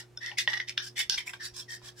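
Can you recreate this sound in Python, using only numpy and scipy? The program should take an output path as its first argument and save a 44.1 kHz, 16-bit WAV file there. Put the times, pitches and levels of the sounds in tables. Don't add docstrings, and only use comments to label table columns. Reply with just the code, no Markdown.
import sys
import numpy as np
from scipy import signal
from scipy.fft import rfft, irfft
from scipy.io import wavfile

SR = 44100
rng = np.random.default_rng(int(sys.argv[2]) if len(sys.argv) > 2 else 0)


def to_wav(s):
    ch = np.atleast_2d(s).T
    pcm = np.round(np.clip(ch, -1, 1) * 32767)
    wavfile.write(sys.argv[1], SR, pcm.astype(np.int16))


N = 88200

CHATTER_PER_S = 260
RING_SKIRT_HZ = 980
SPREAD, GRIT_PAN_DB = 0.68, 6


def amp(db):
    return 10 ** (np.asarray(db) / 20)


def unit(x):
    return x / np.sqrt(np.mean(x ** 2))


def pan(db):
    return amp(np.array([[db], [-db]]) / 2)


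def widen(x, share):
    return x[0] + share * x[1] * np.array([[1], [-1]])


def walk(rate):
    t = np.arange(N) / SR
    return np.interp(t * rate, np.arange(4096), rng.standard_normal(4096))


def resonate(x, hz, width_hz):
    centre = min(hz, .45 * SR)
    q = max(hz / width_hz, .4)
    return signal.lfilter(*signal.iirpeak(centre, q, fs=SR), x + 1e-18)


def colour(x, points):
    hz, db = np.array(points).T
    f = np.maximum(np.fft.rfftfreq(N, 1 / SR), 1)
    gain = amp(np.interp(np.log(f), np.log(hz), db))
    return irfft(rfft(x) * gain, N)


def board_modes(x):
    # frequency in Hz, width in Hz, relative level in dB.
    upper_modes = [(3070, 170, -6), (3540, 223, -3), (4330, 48, -20.5), (4570, 340, -10), (5325, 240, -1.5),
                   (6220, 240, -8.5), (7200, 260, -10), (10100, 540, 0)]
    return sum(amp(db) * resonate(x, hz, width) for hz, width, db in upper_modes)


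def background():
    # frequency in Hz, relative level in dB.
    air_spectrum = [(20, -6), (38, -11), (55, 9.5), (75, 4.5), (130, 6), (250, 4), (500, 0), (1000, -5.5),
                    (3000, -12.5), (8000, -18), (16000, -29)]
    # frequency in Hz, mean level in dB, left-over-right level in dB.
    hum_tones = [(120.4, -57.5, -0.5), (359.5, -61.5, -6.5)]
    air_db, air_width, hum_waver_db = -63, 0.5, 2.5
    t = np.arange(N) / SR
    noise = widen(rng.standard_normal((2, N)), air_width)
    out = amp(air_db) * unit(colour(noise, air_spectrum))
    for hz, db, pan_db in hum_tones:
        level = amp(db + hum_waver_db * walk(7.7))
        out = out + level * np.sin(2 * np.pi * (hz * t + rng.random())) * pan(pan_db)
    return out


def friction(rough):
    grains_per_s, grain_spread_db, chatter_db = 3400, 16.5, 6
    rough = np.clip(rough, 0, 1)
    grains = (rng.random((2, N)) < grains_per_s / SR) * rng.standard_normal((2, N))
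    grains = unit(grains * amp(grain_spread_db * rng.random((2, N))))
    rub = rng.standard_normal((2, N))
    force = rough * grains + np.sqrt(1 - rough ** 2) * rub
    return widen(force, SPREAD) * amp(chatter_db * rough * np.tanh(walk(CHATTER_PER_S)))


def glide_ring(x, hz, width_hz):
    steadiness = .45
    turn = np.exp(2j * np.pi * np.cumsum(hz) / SR)
    pole = np.exp(-np.pi * width_hz / SR)
    ring = signal.lfilter([1 - pole], [1, -pole], x / turn) * turn
    swing = np.abs(ring).mean(axis=0) + 1e-12
    return ring.real / swing ** steadiness


def contact(x, count=4):
    echo_gain, longest_s, slide_s, slide_per_s = .42, .0045, .00004, 24
    i, out = np.arange(N), x
    for place, sign in zip(rng.random(count), rng.choice([-1, 1], count)):
        lag = (longest_s * place + slide_s * walk(slide_per_s)) * SR
        out = out + sign * echo_gain * np.array([np.interp(i - lag, i, side) for side in out])
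    return out


def crunch():
    bursts_per_s = 300
    bursts = (rng.random(N) < bursts_per_s / SR) * rng.standard_normal((2, N))
    return unit(widen(bursts, SPREAD))


def scrapes():
    # start in seconds, attack in seconds, hold in seconds, body level in dB, ring level in dB,
    # ring frequency in Hz, ring width in Hz, ring glide in Hz per second, rasp level in dB,
    # rasp frequency in Hz, grit level in dB, roughness from 0 to 1, left-over-right level in dB.
    drags = [ (-.04, 0.013, 0.02, -49.5, -41.5, 1895, 124, 15, -38, 4350, -46, 0.32, 0),
             (0.2, 0.024, 0.071, -58.5, -40, 1838, 55, 1503, -45, 3800, -64, 0.4, 1),
             (0.306, .004, 0.028, -60.5, -56.5, 823, 60, 0, -53.5, 2320, -77, 0.14, -2.5),
             (0.37, 0.015, 0.025, -74, -35, 2140, 198, -1500, -30, 3430, -39.5, 0.58, -0.5),
             (0.478, 0.0035, .092, -48, -33, 1885, 87, 600, -39, 3670, -58.5, 0.88, 0),
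             (0.597, 0.0017, 0.007, -54.5, -32.5, 1924, 60, 300, -42, 3600, -81, 0.23, 1),
             (0.667, 0.021, 0.017, -82, -44, 1960, 450, 12000, -42, 3240, -56.5, 0.99, -1),
             (0.77, 0.0087, 0.032, -67, -41.5, 1700, 224, -400, -38.5, 3550, -75, 0.82, 0.5),
             (0.819, 0.0069, 0.052, -69, -53, 1630, 150, 0, -43.5, 4860, -53, 0.56, -1),
             (0.954, 0.035, 0.023, -52, -31, 2163, 412, -500, -29, 3070, -36.5, 0.68, -1.5),
             (1.092, 0.0099, 0.05, -54, -47, 1620, 120, 0, -32, 4500, -53.5, 0.66, 1),
             (1.173, 0.0034, 0.018, -52, -36, 2206, 457, -3000, -34.5, 3270, -45.5, 0.72, -1.5),
             (1.251, 0.019, 0.028, -55.5, -45.5, 2080, 400, -5, -49, 3500, -49, 0.95, -2.5),
             (1.329, 0.0067, 0.0064, -50, -51, 2300, 505, -9, -46.5, 3080, -55.5, 0.58, -0.5),
             (1.393, 0.014, 0.016, -75, -42, 1785, 95, -15, -47, 4400, -60, 0, 1),
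             (1.409, 0.036, 0.018, -56.5, -47, 1800, 250, -1000, -38, 4450, -44, 0.13, -2.5),
             (1.525, 0.043, 0.041, -60, -61, 1730, 304, 2, -43.5, 4900, -48, 0.71, -4),
             (1.676, 0.033, 0.041, -60, -41, 1900, 75, -1300, -43, 4640, -50.5, 0.8, -0.5),
             (1.802, 0.063, 0.022, -58.5, -55.5, 1890, 199, -2000, -48, 3980, -53, 0.32, -2),
             (1.949, 0.059, .03, -65.5, -52.5, 1725, 120, 0, -47.5, 4740, -49.5, 0.25, -1)]
    # frequency in Hz, relative level in dB.
    body_spectrum = [(300, -59), (500, -4), (620, 4.5), (730, 7.5), (950, 17), (1250, 8.5), (1600, 18.5),
                     (2200, -51)]
    rasp_spectrum = [(1200, -39), (1800, 6), (2400, 7.5), (2750, 4), (3200, 7), (4300, 3), (5600, 9),
                     (6400, 3), (7200, -36), (10000, -7)]
    grit_spectrum = [(3500, -66), (6000, 0), (7500, 11), (8700, 3), (9900, 5), (11500, 0), (13700, -7),
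                     (15000, 2), (16500, -26)]
    release_s, ring_chatter_db = 0.018, 5
    rasp_width_hz, rasp_modes_db, crunch_db = 1980, -1.5, -2.5
    swell_power, grit_speed_power = 1.37, 1.35
    out, t = np.zeros((2, N)), np.arange(N) / SR
    for (start, attack, hold, body_db, ring_db, ring_hz, ring_width, glide,
         rasp_db, rasp_hz, grit_db, rough, pan_db) in drags:
        age = t - start
        swell = np.clip(age / attack, 0, 1) ** swell_power
        speed = swell * np.exp(-np.maximum(age - attack - hold, 0) / release_s)
        force = friction(rough)

        moving_hz = ring_hz + glide * np.clip(age, 0, attack + hold)
        ring = glide_ring(resonate(force, ring_hz, RING_SKIRT_HZ), moving_hz, ring_width)
        ring = unit(ring * amp(ring_chatter_db * rough * np.tanh(walk(CHATTER_PER_S))))

        force = contact(force)
        body = unit(colour(force, body_spectrum))
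        rasp = resonate(force + amp(rasp_modes_db) * board_modes(force), rasp_hz, rasp_width_hz)
        rasp = unit(colour(rasp, rasp_spectrum))
        wood = amp(body_db) * body + amp(ring_db) * ring + amp(rasp_db) * rasp

        grit = unit(colour(unit(force) + amp(crunch_db) * crunch(), grit_spectrum))
        grit = amp(grit_db) * grit * pan(GRIT_PAN_DB)
        out += (speed * wood + speed ** grit_speed_power * grit) * pan(pan_db)
    return out


def damped(hz, width_hz):
    t = np.arange(SR // 4) / SR
    return np.sin(2 * np.pi * hz * t) * np.exp(-np.pi * width_hz * t)


def knocks():
    # start in seconds, crack level in dB, crack frequency in Hz, ring level in dB,
    # ring frequency in Hz, ring width in Hz, thud level in dB, rebound delay in seconds,
    # rebound level relative to the landing in dB, left-over-right level in dB.
    landings = [ (.174, -33.5, 5060, -47, 1497, 34.5, -58, 0.0015, -0.5, -1),
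                (.262, -22, 5000, -38, 2010, 70, -60, 0.0025, -25, -2),
                (.3155, -29, 2480, -37.5, 1830, 70, -49, 0.00211, -6, 5.5),
                (.3857, -12.5, 5600, -21.5, 1972, 59, -55, .0098, -9, 4),
                (.4759, -11.5, 2650, -16, 1884, 51, -31, .00262, -14, 2.5),
                (.5325, -20.5, 4060, -26.5, 1720, 130, -66, 0.0038, 1, 1),
                (.6015, -24.5, 3860, -20, 2027, 141, -54, .001, -22, 0),
                (.6865, -24, 5340, -28.5, 2340, 260, -67, 0.0083, 4, -1),
                (.7775, -11.5, 3440, -24.5, 1612, 83, -65, 0.0021, -5, .5),
                (1.0975, -5.5, 5140, -33.5, 1566, 60, -50.5, .00148, -33, -3.5),
                (1.336, -29, 2920, -35.5, 1594, 35, -56, 0.00081, -29, -3.5),
                (1.817, -57, 2200, -65, 1810, 70, -53.5, .007, -10, 4)]
    # frequency in Hz, width in Hz, relative level in dB.
    low_modes = [(608, 30, -4), (900, 140, -6), (1010, 100, 3), (1300, 200, 1)]
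    clatter_s, clatter_db = 0.001, -19.5
    crack_q, crack_top_ratio, modes_db = 1.57, 1.34, 21
    snap_hz, snap_width_hz, snap_base_db, snap_db_per_octave = 11600, 2000, -4.5, 12
    low_cut_hz = 630
    out = np.zeros((2, N))
    thud = sum(amp(db) * damped(hz, width) for hz, width, db in low_modes)
    t = np.arange(len(thud)) / SR
    for (start, crack_db, crack_hz, ring_db, ring_hz, ring_width,
         thud_db, rebound, rebound_db, pan_db) in landings:
        push = amp(clatter_db) * widen(rng.standard_normal((2, len(t))), SPREAD) * np.exp(-t / clatter_s)
        push[:, 0] += 1

        crack = resonate(resonate(push, crack_hz, crack_hz / crack_q), crack_hz, crack_hz)
        crack = crack + amp(modes_db) * board_modes(crack)
        top_hz = min(crack_top_ratio * crack_hz, .45 * SR)
        crack = signal.lfilter(*signal.butter(2, top_hz, fs=SR), crack)

        snap = resonate(push, snap_hz, snap_width_hz)
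        snap = snap / np.abs(snap).max() * pan(GRIT_PAN_DB)
        snap_db = snap_base_db + snap_db_per_octave * np.log2(crack_hz / snap_hz)
        crack = crack / np.abs(crack).max() + amp(snap_db) * snap

        ring = resonate(damped(ring_hz, ring_width), ring_hz, RING_SKIRT_HZ)
        hit = (amp(crack_db) * crack + amp(ring_db) * ring + amp(thud_db) * thud) * pan(pan_db)
        for when, gain in ((start, 1), (start + rebound, amp(rebound_db))):
            i = int(when * SR)
            out[:, i:i + len(t)] += gain * hit[:, :N - i]
    low_cut = signal.butter(4, low_cut_hz, "high", fs=SR, output="sos")
    return signal.sosfilt(low_cut, out + 1e-18)


def squeaks():
    # middle in seconds, time from the middle to 1/e in seconds, mean frequency in Hz,
    # level in dB (root mean square of the tone at its height).
    catches = [(0.1754, 0.0017, 5380, -29.5), (0.182, 0.0097, 3600, -47.5), (0.287, 0.0025, 1950, -33.5),
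               (0.2984, 0.0022, 1950, -34), (0.375, 0.0023, 2130, -35), (.398, 0.0086, 3400, -30.5),
               (1.015, 0.016, 3533, -35.5), (1.1755, .002, 2400, -38), (1.186, 0.0033, 3220, -28),
               (1.1897, 0.0036, 2350, -35), (1.279, 0.0012, 2400, -28), (1.295, .002, 2520, -37.5),
               (1.605, 0.0071, 3620, -44.5), (1.626, 0.0074, 3300, -48.5), (1.891, 0.0026, 3250, -42)]
    waver_hz, waver_per_s = 72.4, 280
    t, out = np.arange(N) / SR, np.zeros(N)
    for when, length, hz, db in catches:
        moving_hz = hz + waver_hz * walk(waver_per_s)
        tone = unit(np.sin(2 * np.pi * np.cumsum(moving_hz) / SR))
        out += amp(db) * np.exp(-((t - when) / length) ** 2) * tone
    return out


def bumps():
    # middle in seconds, level in dB.
    presses = [(.78, -61), (1.07, -60), (1.18, -53.5), (1.53, -54), (1.84, -58)]
    bump_hz, bump_s = 62, 0.011
    t, out = np.arange(N) / SR, np.zeros(N)
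    for when, db in presses:
        tone = np.sin(2 * np.pi * (bump_hz * t + rng.random()))
        out += amp(db) * np.exp(-((t - when) / bump_s) ** 2) * tone
    return out


def delay_left(x):
    lag_s = .00004
    turn = np.exp(-2j * np.pi * np.fft.rfftfreq(N, 1 / SR) * lag_s)
    return np.array([irfft(rfft(x[0]) * turn, N), x[1]])


def wall_echo(direct):
    t60_s, gap_s, wall_db = 0.11, .005, -11
    t = np.arange(N) / SR
    tail = rng.standard_normal((2, N)) * np.exp(-np.log(1000) * t / t60_s) * (t > gap_s)
    tail /= np.sqrt(np.sum(tail ** 2, axis=1, keepdims=True))
    return amp(wall_db) * signal.fftconvolve(direct, tail, axes=1)[:, :N]


def scene():
    direct = delay_left(scrapes() + knocks() + squeaks())
    return direct + wall_echo(direct) + bumps() + background()


def record(dry):
    top_hz = 16000
    return signal.sosfilt(signal.ellip(8, .2, 70, top_hz, fs=SR, output="sos"), dry)


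dry = scene()
out = record(dry)
to_wav(out)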